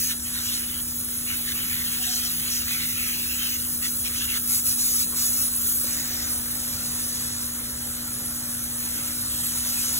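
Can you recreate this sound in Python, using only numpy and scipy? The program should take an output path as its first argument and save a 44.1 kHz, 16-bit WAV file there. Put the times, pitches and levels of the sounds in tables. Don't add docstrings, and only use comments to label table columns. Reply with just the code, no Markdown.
import sys
import numpy as np
from scipy import signal
from scipy.fft import rfft, irfft, next_fast_len
from scipy.io import wavfile
from scipy.ndimage import uniform_filter1d

SR = 44100
rng = np.random.default_rng(int(sys.argv[2]) if len(sys.argv) > 2 else 0)


def wrap_up_sound(samples):
    columns = np.atleast_2d(samples).T
    tamed = np.clip(columns, -1, 1)
    steps = np.round(tamed * 32767).astype(np.int16)
    wavfile.write(sys.argv[1], SR, steps)


N = 440559
TIME = np.arange(N) / SR
STEPS = np.arange(0, N / SR + .002, .002)
FRAME_SAMPLES = 1024
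RUMP_FROM_S = 5.85
COAT_EDGE_S, HARD_EDGE_S = 0.013, 0.006


def from_db(db):
    return 10 ** (np.asarray(db) / 20)


def rms_one(x):
    return x / np.sqrt(np.mean(np.abs(x) ** 2) + 1e-20)


def in_time(rows, times=TIME):
    s, *columns = np.transpose(rows)
    return [np.interp(times, s, c) for c in columns]


def at_hz(points, hz):
    known, values = np.transpose(points)
    return np.interp(np.log(hz + 1), np.log(known), values)


def colour(points, hz):
    octaves_below = np.maximum(np.log2(points[0][0] / (hz + 1)), 0)
    octaves_above = np.maximum(np.log2((hz + 1) / points[-1][0]), 0)
    return rms_one(from_db(at_hz(points, hz) - 20 * (octaves_below + octaves_above)))


def drift(rate_hz):
    r = np.exp(-80 * np.pi * rate_hz / SR)
    noise = rng.standard_normal(N // 40 + 2002)
    slow = signal.lfilter([1], [1, -2 * r, r * r], noise)[2000:]
    return np.interp(np.arange(N) / 40, np.arange(len(slow)), rms_one(slow))


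def patches(shape, size):
    field = rng.standard_normal(shape)
    for axis in (0, 1):
        for _ in range(2):
            field = uniform_filter1d(field, size[axis], axis=axis)
    return rms_one(field)


def drops(per_s, spread_db, flutter_db):
    born = rng.random((3, N)) < per_s / SR
    size_db = spread_db * np.minimum(rng.exponential(1, (3, N)), 7)
    sizes = from_db(size_db) * rng.standard_normal((3, N))
    clumps = from_db(flutter_db * (drift(25.0) + drift(38)))
    return rms_one(born * sizes * clumps)


def at_rump(s):
    return np.clip((s - RUMP_FROM_S) * 10, 0, 1)


def on_surface(passes, edge_s):
    start, length = np.transpose(passes)[:2, :, None]
    slide_on = np.tanh((STEPS - start) / (2 * edge_s))
    slide_off = np.tanh((STEPS - start - length) / (2 * edge_s))
    return (slide_on - slide_off) / 2


def pass_power(passes, edge_s):
    return on_surface(passes, edge_s) ** 2 * from_db(np.array(passes)[:, 2:3]) ** 2


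# frequency in Hz, share of direct power 0-1.
PORT_LIKENESS = [(100, 1), (300, 0.8), (750, 0.2), (1400, 0.85), (2600, 0.75), (3700, .8), (4400, 1),
                 (13500, 1), (15600, 0.8)]


def ports(parts, hz, phase):
    alike = np.clip(at_hz(PORT_LIKENESS, hz), 0, 1)
    lead = np.interp(hz, *np.transpose(phase))
    direct = np.stack([parts[0], parts[0] * np.exp(-1j * lead)])
    return np.sqrt(alike) * direct + np.sqrt(1 - alike) * parts[1:]


# centre in Hz, width in Hz, gain in dB.
PORT_RESONANCES = [(7450, 250, -1.5), (8150, 250, 1.5), (14200, 400, 0.8)]


def filtered(trains, response, phase, patchy_db):
    hz, s, frames = signal.stft(trains, SR, nperseg=FRAME_SAMPLES)
    hz = hz[:, None]
    port_db = sum(db * np.exp(-.5 * ((hz - centre) / width) ** 2) for centre, width, db in PORT_RESONANCES)
    gain = from_db(port_db + patchy_db * patches(frames.shape[1:], size=(4, 4)))
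    stereo = ports(frames, hz, phase) * (response(hz, s) * gain)
    return signal.istft(stereo, SR)[1][:, :N]


# echo delay in s, its rms wander in s,
# echo share 0-1 beside the forelegs, echo share 0-1 beside the rump.
NEAR_SURFACES = [(.0009, .00002, .12, .1), (.0018, .000012, .22, .1), (.0035, .000015, .2, .14),
                 (.0052, .00002, .14, .1)]


def near_echoes(hz, s):
    comb = 1
    for delay_s, wander_s, front_share, rump_share in NEAR_SURFACES:
        lag_s = delay_s + wander_s * np.interp(s, TIME, drift(0.84))
        share = front_share + (rump_share - front_share) * at_rump(s)
        comb = comb + share * np.exp(-2j * np.pi * hz * lag_s)
    return comb


# time in s, hiss in dB before swell and trim,
# brightness in dB per octave above 8 kHz, steady fizz of the mist in dB before trim.
NOZZLE_PATH = [(0, -32.5, 12.5, -49), (.17, -27, -6.5, -50), (.38, -28.5, 2, -50), (1.2, -29, 2, -41.5),
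               (1.55, -29.5, 5.5, -44.5), (3.5, -30.5, 8, -33.5), (3.68, -26, 2, -43),
               (4.45, -26.5, 1.5, -50), (5.12, -26.5, 1.5, -43), (5.55, -25.5, 2, -38),
               (5.78, -24, 3, -40.5), (5.92, -25.5, -1, -31), (6.08, -36, 13.5, -32),
               (6.25, -29.5, 3, -32.5), (6.36, -27.5, 0.5, -44), (6.8, -26, -1.5, -36.5),
               (7.35, -25, -6, -36.5), (7.6, -27.5, -5, -46), (8.7, -26, -2.5, -42.5),
               (9.3, -24, -5.5, -40), (9.8, -22.5, -2.5, -31)]
# time in s, third dip of its comb in Hz, echo share 0-1.
RUMP_ECHO = [(5.85, 9000, 0), (6.05, 10300, .35), (6.28, 11500, .4), (6.45, 12300, 0), (9.15, 12000, 0),
             (9.35, 10400, .45), (9.5, 9200, .4), (9.65, 7600, 0)]
# start in s, length in s, fizz in dB before trim, swell of the hiss in dB.
COAT_PASSES = [(-.03, 0.15, -30, 3), (.43, 0.078, -30, 1), (.52, 0.071, -28.5, 0.5), (1.29, 0.098, -39, 2),
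               (2.03, 0.094, -30, 0.5), (2.11, 0.082, -26, 1), (2.2, 0.11, -32, 0.5),
               (2.48, 0.11, -29.5, 0), (3.865, 0.018, -23, -2), (4.04, 0.039, -38, 0),
               (4.14, 0.081, -33, -0.5), (4.33, 0.086, -46, 1), (4.49, 0.11, -29, 5.5),
               (4.655, 0.091, -30, 5.5), (4.78, 0.17, -28, 5), (4.96, 0.085, -28, 6.5),
               (5.165, .14, -29, 4), (5.32, .16, -33, 4), (5.67, 0.039, -36, 5), (6.31, 0.05, -47, 5)]
# frequency in Hz, relative density in dB per Hz.
HISS_COLOUR = [(1000, -35), (1350, -9), (1800, -28), (2600, -19), (3200, -17), (4100, -10), (5200, -11),
               (7200, -4.5), (8700, 0), (9600, 2.5), (12000, 0.5), (14000, -0.3), (15600, -2.2)]
# frequency in Hz, phase in radians.
NOZZLE_PHASE = [(0, 0), (1700, .2), (2900, .8), (3500, 1.8), (4700, 3.14), (8950, 9.42), (13200, 15.7),
                (16000, 19.4)]


def nozzle(unsteady_db=-0.17, trim_db=-2.01):
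    def response(hz, s):
        _, brightness, _ = in_time(NOZZLE_PATH, s)
        dip_hz, share = in_time(RUMP_ECHO, s)
        echo = np.abs(1 + share * np.exp(-5j * np.pi * hz / dip_hz))
        tilt = from_db(brightness * np.log2(np.maximum(hz / 8000, 1)))
        return colour(HISS_COLOUR, hz) * tilt * echo * near_echoes(hz, s)
    turbulence = drops(per_s=30000, spread_db=0.5, flutter_db=.5)
    swells_db = np.array(COAT_PASSES)[:, 3] @ on_surface(COAT_PASSES, COAT_EDGE_S)
    level_db = in_time(NOZZLE_PATH)[0] + np.interp(TIME, STEPS, swells_db) + unsteady_db * drift(6.7)
    return from_db(level_db + trim_db) * filtered(turbulence, response, NOZZLE_PHASE, patchy_db=2.55)


# frequency in Hz, relative density in dB per Hz.
COAT_COLOUR = [(1000, -40), (1900, -13), (2700, -7), (3250, -17), (3600, -4), (4000, 1), (5000, 1.5),
               (6000, 3), (8000, 1), (11000, -14), (15600, -14)]


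def coat_fizz(trim_db=-1.3):
    impacts = drops(per_s=14000, spread_db=-1.5, flutter_db=-0.28)
    mist_power = from_db(in_time(NOZZLE_PATH, STEPS)[2]) ** 2
    power = mist_power + pass_power(COAT_PASSES, COAT_EDGE_S).sum(0)
    fizz = filtered(impacts, lambda hz, s: colour(COAT_COLOUR, hz), NOZZLE_PHASE, patchy_db=3.5)
    return np.interp(TIME, STEPS, np.sqrt(power)) * from_db(trim_db) * fizz


# start in s, length in s, level in dB before trim,
# pitch of the bubbles in the water film in Hz, how far their ring stands out in dB.
HARD_PASSES = [(0, .09, -40, 2900, 4), (0.09, 0.047, -29.5, 2200, 5), (0.248, 0.099, -38.5, 2600, 5),
               (0.336, 0.09, -31, 2010, 2), (0.42, 0.24, -37, 2950, 8), (0.66, 0.15, -39.5, 2940, 5),
               (1.084, .18, -47, 2600, 8), (1.268, 0.1, -36.5, 2420, 15), (1.374, 0.093, -42.5, 2420, 14),
               (1.462, 0.075, -30.5, 1900, 6), (1.546, 0.28, -32.5, 2330, 9.5),
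               (1.838, 0.31, -33.5, 2940, 5.5), (2.16, 0.2, -34, 2740, 3.5), (2.362, 0.3, -35.5, 2650, 6),
               (2.663, 0.2, -31.5, 2270, 11), (2.87, 0.11, -36, 2470, 11), (2.974, 0.17, -35, 2380, 16),
               (3.13, 0.29, -37.5, 2650, 14.5), (3.4, 0.17, -34.5, 2550, 11), (3.566, 0.12, -43, 2550, 6),
               (3.825, 0.048, -30, 2120, 9.5), (4.046, 0.045, -31, 2430, 7), (4.1, 0.069, -35, 1940, 13),
               (4.156, 0.11, -33, 2850, 6.5), (4.276, 0.069, -31.5, 2450, 12),
               (4.337, .045, -27.5, 1750, 4.5), (5.883, 0.44, -43, 1880, 16), (6.354, 1.0, -44.5, 3100, 0),
               (8.81, 0.33, -42.5, 2400, 12), (9.295, 0.77, -42, 3430, 7)]
# frequency in Hz, relative density in dB per Hz.
SPLATTER_COLOUR = [(900, -29), (1300, -9), (1900, -6.5), (2400, -8), (3000, -4), (4200, -2.5), (5200, -7.5),
                   (6500, -5.5), (10000, -10)]
# frequency in Hz, phase in radians.
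LANDING_PHASE = [(0, 0), (1600, 0), (2200, 2.4), (2450, 2.7), (2700, 2.1), (3000, 1.4), (3500, 1.8),
                 (4700, 3.14), (8950, 9.42)]
RING_WIDTH_OCTAVES = .2
RUNOFF_DB, RUNOFF_HZ, RUNOFF_RING_DB = -46, 2280, -3


def splatter(wander_octaves=0.025, trim_db=-1.5):
    passes, runoff = pass_power(HARD_PASSES, HARD_EDGE_S), from_db(RUNOFF_DB) ** 2
    power = passes.sum(0) + runoff
    _, _, _, pass_hz, pass_ring_db = np.transpose(HARD_PASSES)
    film_hz = (pass_hz @ passes + RUNOFF_HZ * runoff) / power
    ring_db = (pass_ring_db @ passes + RUNOFF_RING_DB * runoff) / power
    wander = wander_octaves * drift(4.9)

    def response(hz, s):
        octaves = np.log2((hz + 1) / np.interp(s, STEPS, film_hz)) - np.interp(s, TIME, wander)
        bump = np.exp(-.5 * (octaves / RING_WIDTH_OCTAVES) ** 2)
        return colour(SPLATTER_COLOUR, hz) * from_db(np.interp(s, STEPS, ring_db) * bump)
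    impacts = drops(per_s=7600, spread_db=1.0, flutter_db=-0.62)
    splats = filtered(impacts, response, LANDING_PHASE, patchy_db=3.0)
    return np.interp(TIME, STEPS, np.sqrt(power)) * from_db(trim_db) * splats


# time in s, level in dB before trim.
PATTER_LEVEL = [(0, -48), (2, -47.5), (4.4, -49), (5.4, -45), (5.78, -47.5), (5.9, -40.5), (6.6, -42.8),
                (7.8, -44), (8.7, -44.5), (9.97, -43.5)]
# frequency in Hz, relative density in dB per Hz.
PATTER_COLOUR = [(450, 0), (600, -2.5), (750, -1), (1200, 0), (1800, -0.5), (2400, -7.5), (3100, -6),
                 (4000, -1.5)]
# frequency in Hz, phase in radians.
RUMP_PHASE = [(0, 0.5), (700, -0.85), (1500, -0.6), (2100, -1), (2600, -2.5), (4700, -3.14)]


def patter(trim_db=-1.5):
    impacts, place = drops(per_s=4500, spread_db=0.5, flutter_db=0.07), at_rump(TIME)

    def response(hz, s):
        return colour(PATTER_COLOUR, hz)
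    front = filtered(impacts, response, LANDING_PHASE, patchy_db=2.0)
    rump = filtered(impacts, response, RUMP_PHASE, patchy_db=2.0)
    return from_db(in_time(PATTER_LEVEL)[0] + trim_db) * ((1 - place) * front + place * rump)


# centre in s,
# half length in s (to -17 dB), pitch in Hz, width in Hz, level in dB.
SHORT_BURSTS = [(5.142, 0.033, 1100, 130, -45.5), (5.145, 0.036, 370, 120, -51),
                (5.763, .014, 540, 80, -53), (8.173, .03, 148, 20, -48), (8.232, .05, 107, 13, -44)]


def short_bursts():
    out = np.zeros(N)
    for s, half_length_s, hz, width_hz, level_db in SHORT_BURSTS:
        r = np.exp(-np.pi * width_hz / SR)
        poles = [1, -2 * r * np.cos(2 * np.pi * hz / SR), r * r]
        ringing = signal.lfilter([1, 0, -1], poles, rng.standard_normal(N))
        envelope = np.exp(-2 * ((TIME - s) / half_length_s) ** 2)
        out += from_db(level_db) * rms_one(ringing * envelope) * np.sqrt(np.mean(envelope ** 2))
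    return out


# time in s, level in dB,
# frequency in Hz above which the contact is too soft to excite.
THUD_BLOWS = [(5.834, -48, 900), (5.844, -36.5, 750), (5.851, -47.5, 650), (5.867, -39, 330)]
# frequency in Hz, relative level in dB, t60 in s.
THUD_MODES = [(278, 0, 0.076), (343, -1, 0.078), (515, 2, 0.044), (590, -8, 0.054)]


def thud():
    out = np.zeros(N)
    for s, level_db, soft_hz in THUD_BLOWS:
        age_s = np.maximum(TIME - s, 0)
        for hz, mode_db, t60_s in THUD_MODES:
            gain = from_db(level_db + mode_db) / (1 + (hz / soft_hz) ** 4)
            decay = from_db(-60 * np.minimum(age_s / t60_s, 3))
            out += gain * decay * np.sin(2 * np.pi * hz * age_s)
    return out


# start in s, length in s, starting pitch in Hz,
# starting level in dB.
WHISTLES = [(1.99, 0.05, 762, -53), (2.06, 0.18, 745, -50), (2.235, .075, 720, -54)]
WHISTLE_SAG_HZ_PER_S, WHISTLE_EDGE_S, WHISTLE_FADE_DB_PER_S = 110, 0.014, 85


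def whistle(waver_hz=11, flutter_db=2.5):
    out = np.zeros(N)
    waver, flutter = waver_hz * drift(29), flutter_db * drift(25)
    for s, length_s, hz, start_db in WHISTLES:
        age_s = np.clip(TIME - s, 0, length_s)
        phase = 2 * np.pi * np.cumsum(hz - WHISTLE_SAG_HZ_PER_S * age_s + waver) / SR
        edges = np.minimum(np.minimum(age_s, length_s - age_s) / WHISTLE_EDGE_S, 1)
        level_db = start_db - WHISTLE_FADE_DB_PER_S * age_s + flutter
        out += np.sqrt(2) * from_db(level_db) * edges * np.sin(phase)
    return out


# frequency in Hz, mean level of the two ports in dB beside the forelegs,
# the same beside the rump, rms unsteadiness in dB.
HUM_LINES = [(37.7, -55, -55, 0), (74.8, -57.5, -56, 3.5), (121, -60, -50.5, 0.5), (161.1, -58, -60, 4.5),
             (240.2, -43, -42.5, 0.18), (297.7, -59.5, -56, 2.5), (314, -65.5, -74, 2.5),
             (359, -61.5, -64.5, 2.5), (415, -66.5, -69.5, 2), (478, -70, -67, 2), (570.4, -69, -64, 3),
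             (638, -85, -67.5, 1)]
# frequency in Hz, relative density in dB per Hz.
RUMBLE_COLOUR = [(25, -26), (45, -21), (60, 0.5), (76, 3), (95, 0.5), (125, -5.5), (165, -8.5), (210, -8),
                 (290, -9), (380, -20.5), (550, -22), (900, -45)]


def motor(rumble_db=-45.0):
    hum, place = np.zeros(N), at_rump(TIME)
    for line_hz, front_db, rump_db, unsteady_db in HUM_LINES:
        level_db = front_db + (rump_db - front_db) * place + unsteady_db * drift(3.2)
        hum += np.sqrt(2) * from_db(level_db) * np.sin(2 * np.pi * (line_hz * TIME + rng.random()))
    size = next_fast_len(N)
    hz = np.fft.rfftfreq(size, 1 / SR)
    air = ports(rfft(rng.standard_normal((3, size))), hz, NOZZLE_PHASE)
    rumble = irfft(air * colour(RUMBLE_COLOUR, hz), size)[:, :N]
    return hum * from_db([[.8], [-.8]]) + from_db(rumble_db) * rumble


HUM_SWELL_CENTRE_S, HUM_SWELL_HALF_LENGTH_S, HUM_SWELL_HZ, HUM_SWELL_DB = 1.77, 0.32, 161, -48


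def hum_swell():
    envelope = np.exp(-2 * ((TIME - HUM_SWELL_CENTRE_S) / HUM_SWELL_HALF_LENGTH_S) ** 2)
    tone = np.sin(2 * np.pi * (HUM_SWELL_HZ * TIME + rng.random()))
    return np.sqrt(2) * from_db(HUM_SWELL_DB) * envelope * tone


def scene():
    water = nozzle() + coat_fizz() + splatter() + patter()
    return water + short_bursts() + thud() + whistle() + motor() + hum_swell()


CUTOFF_HZ = 15700


def record(dry):
    return signal.sosfilt(signal.ellip(12, .1, 90, CUTOFF_HZ, fs=SR, output="sos"), dry)


dry = scene()
out = record(dry)
wrap_up_sound(out)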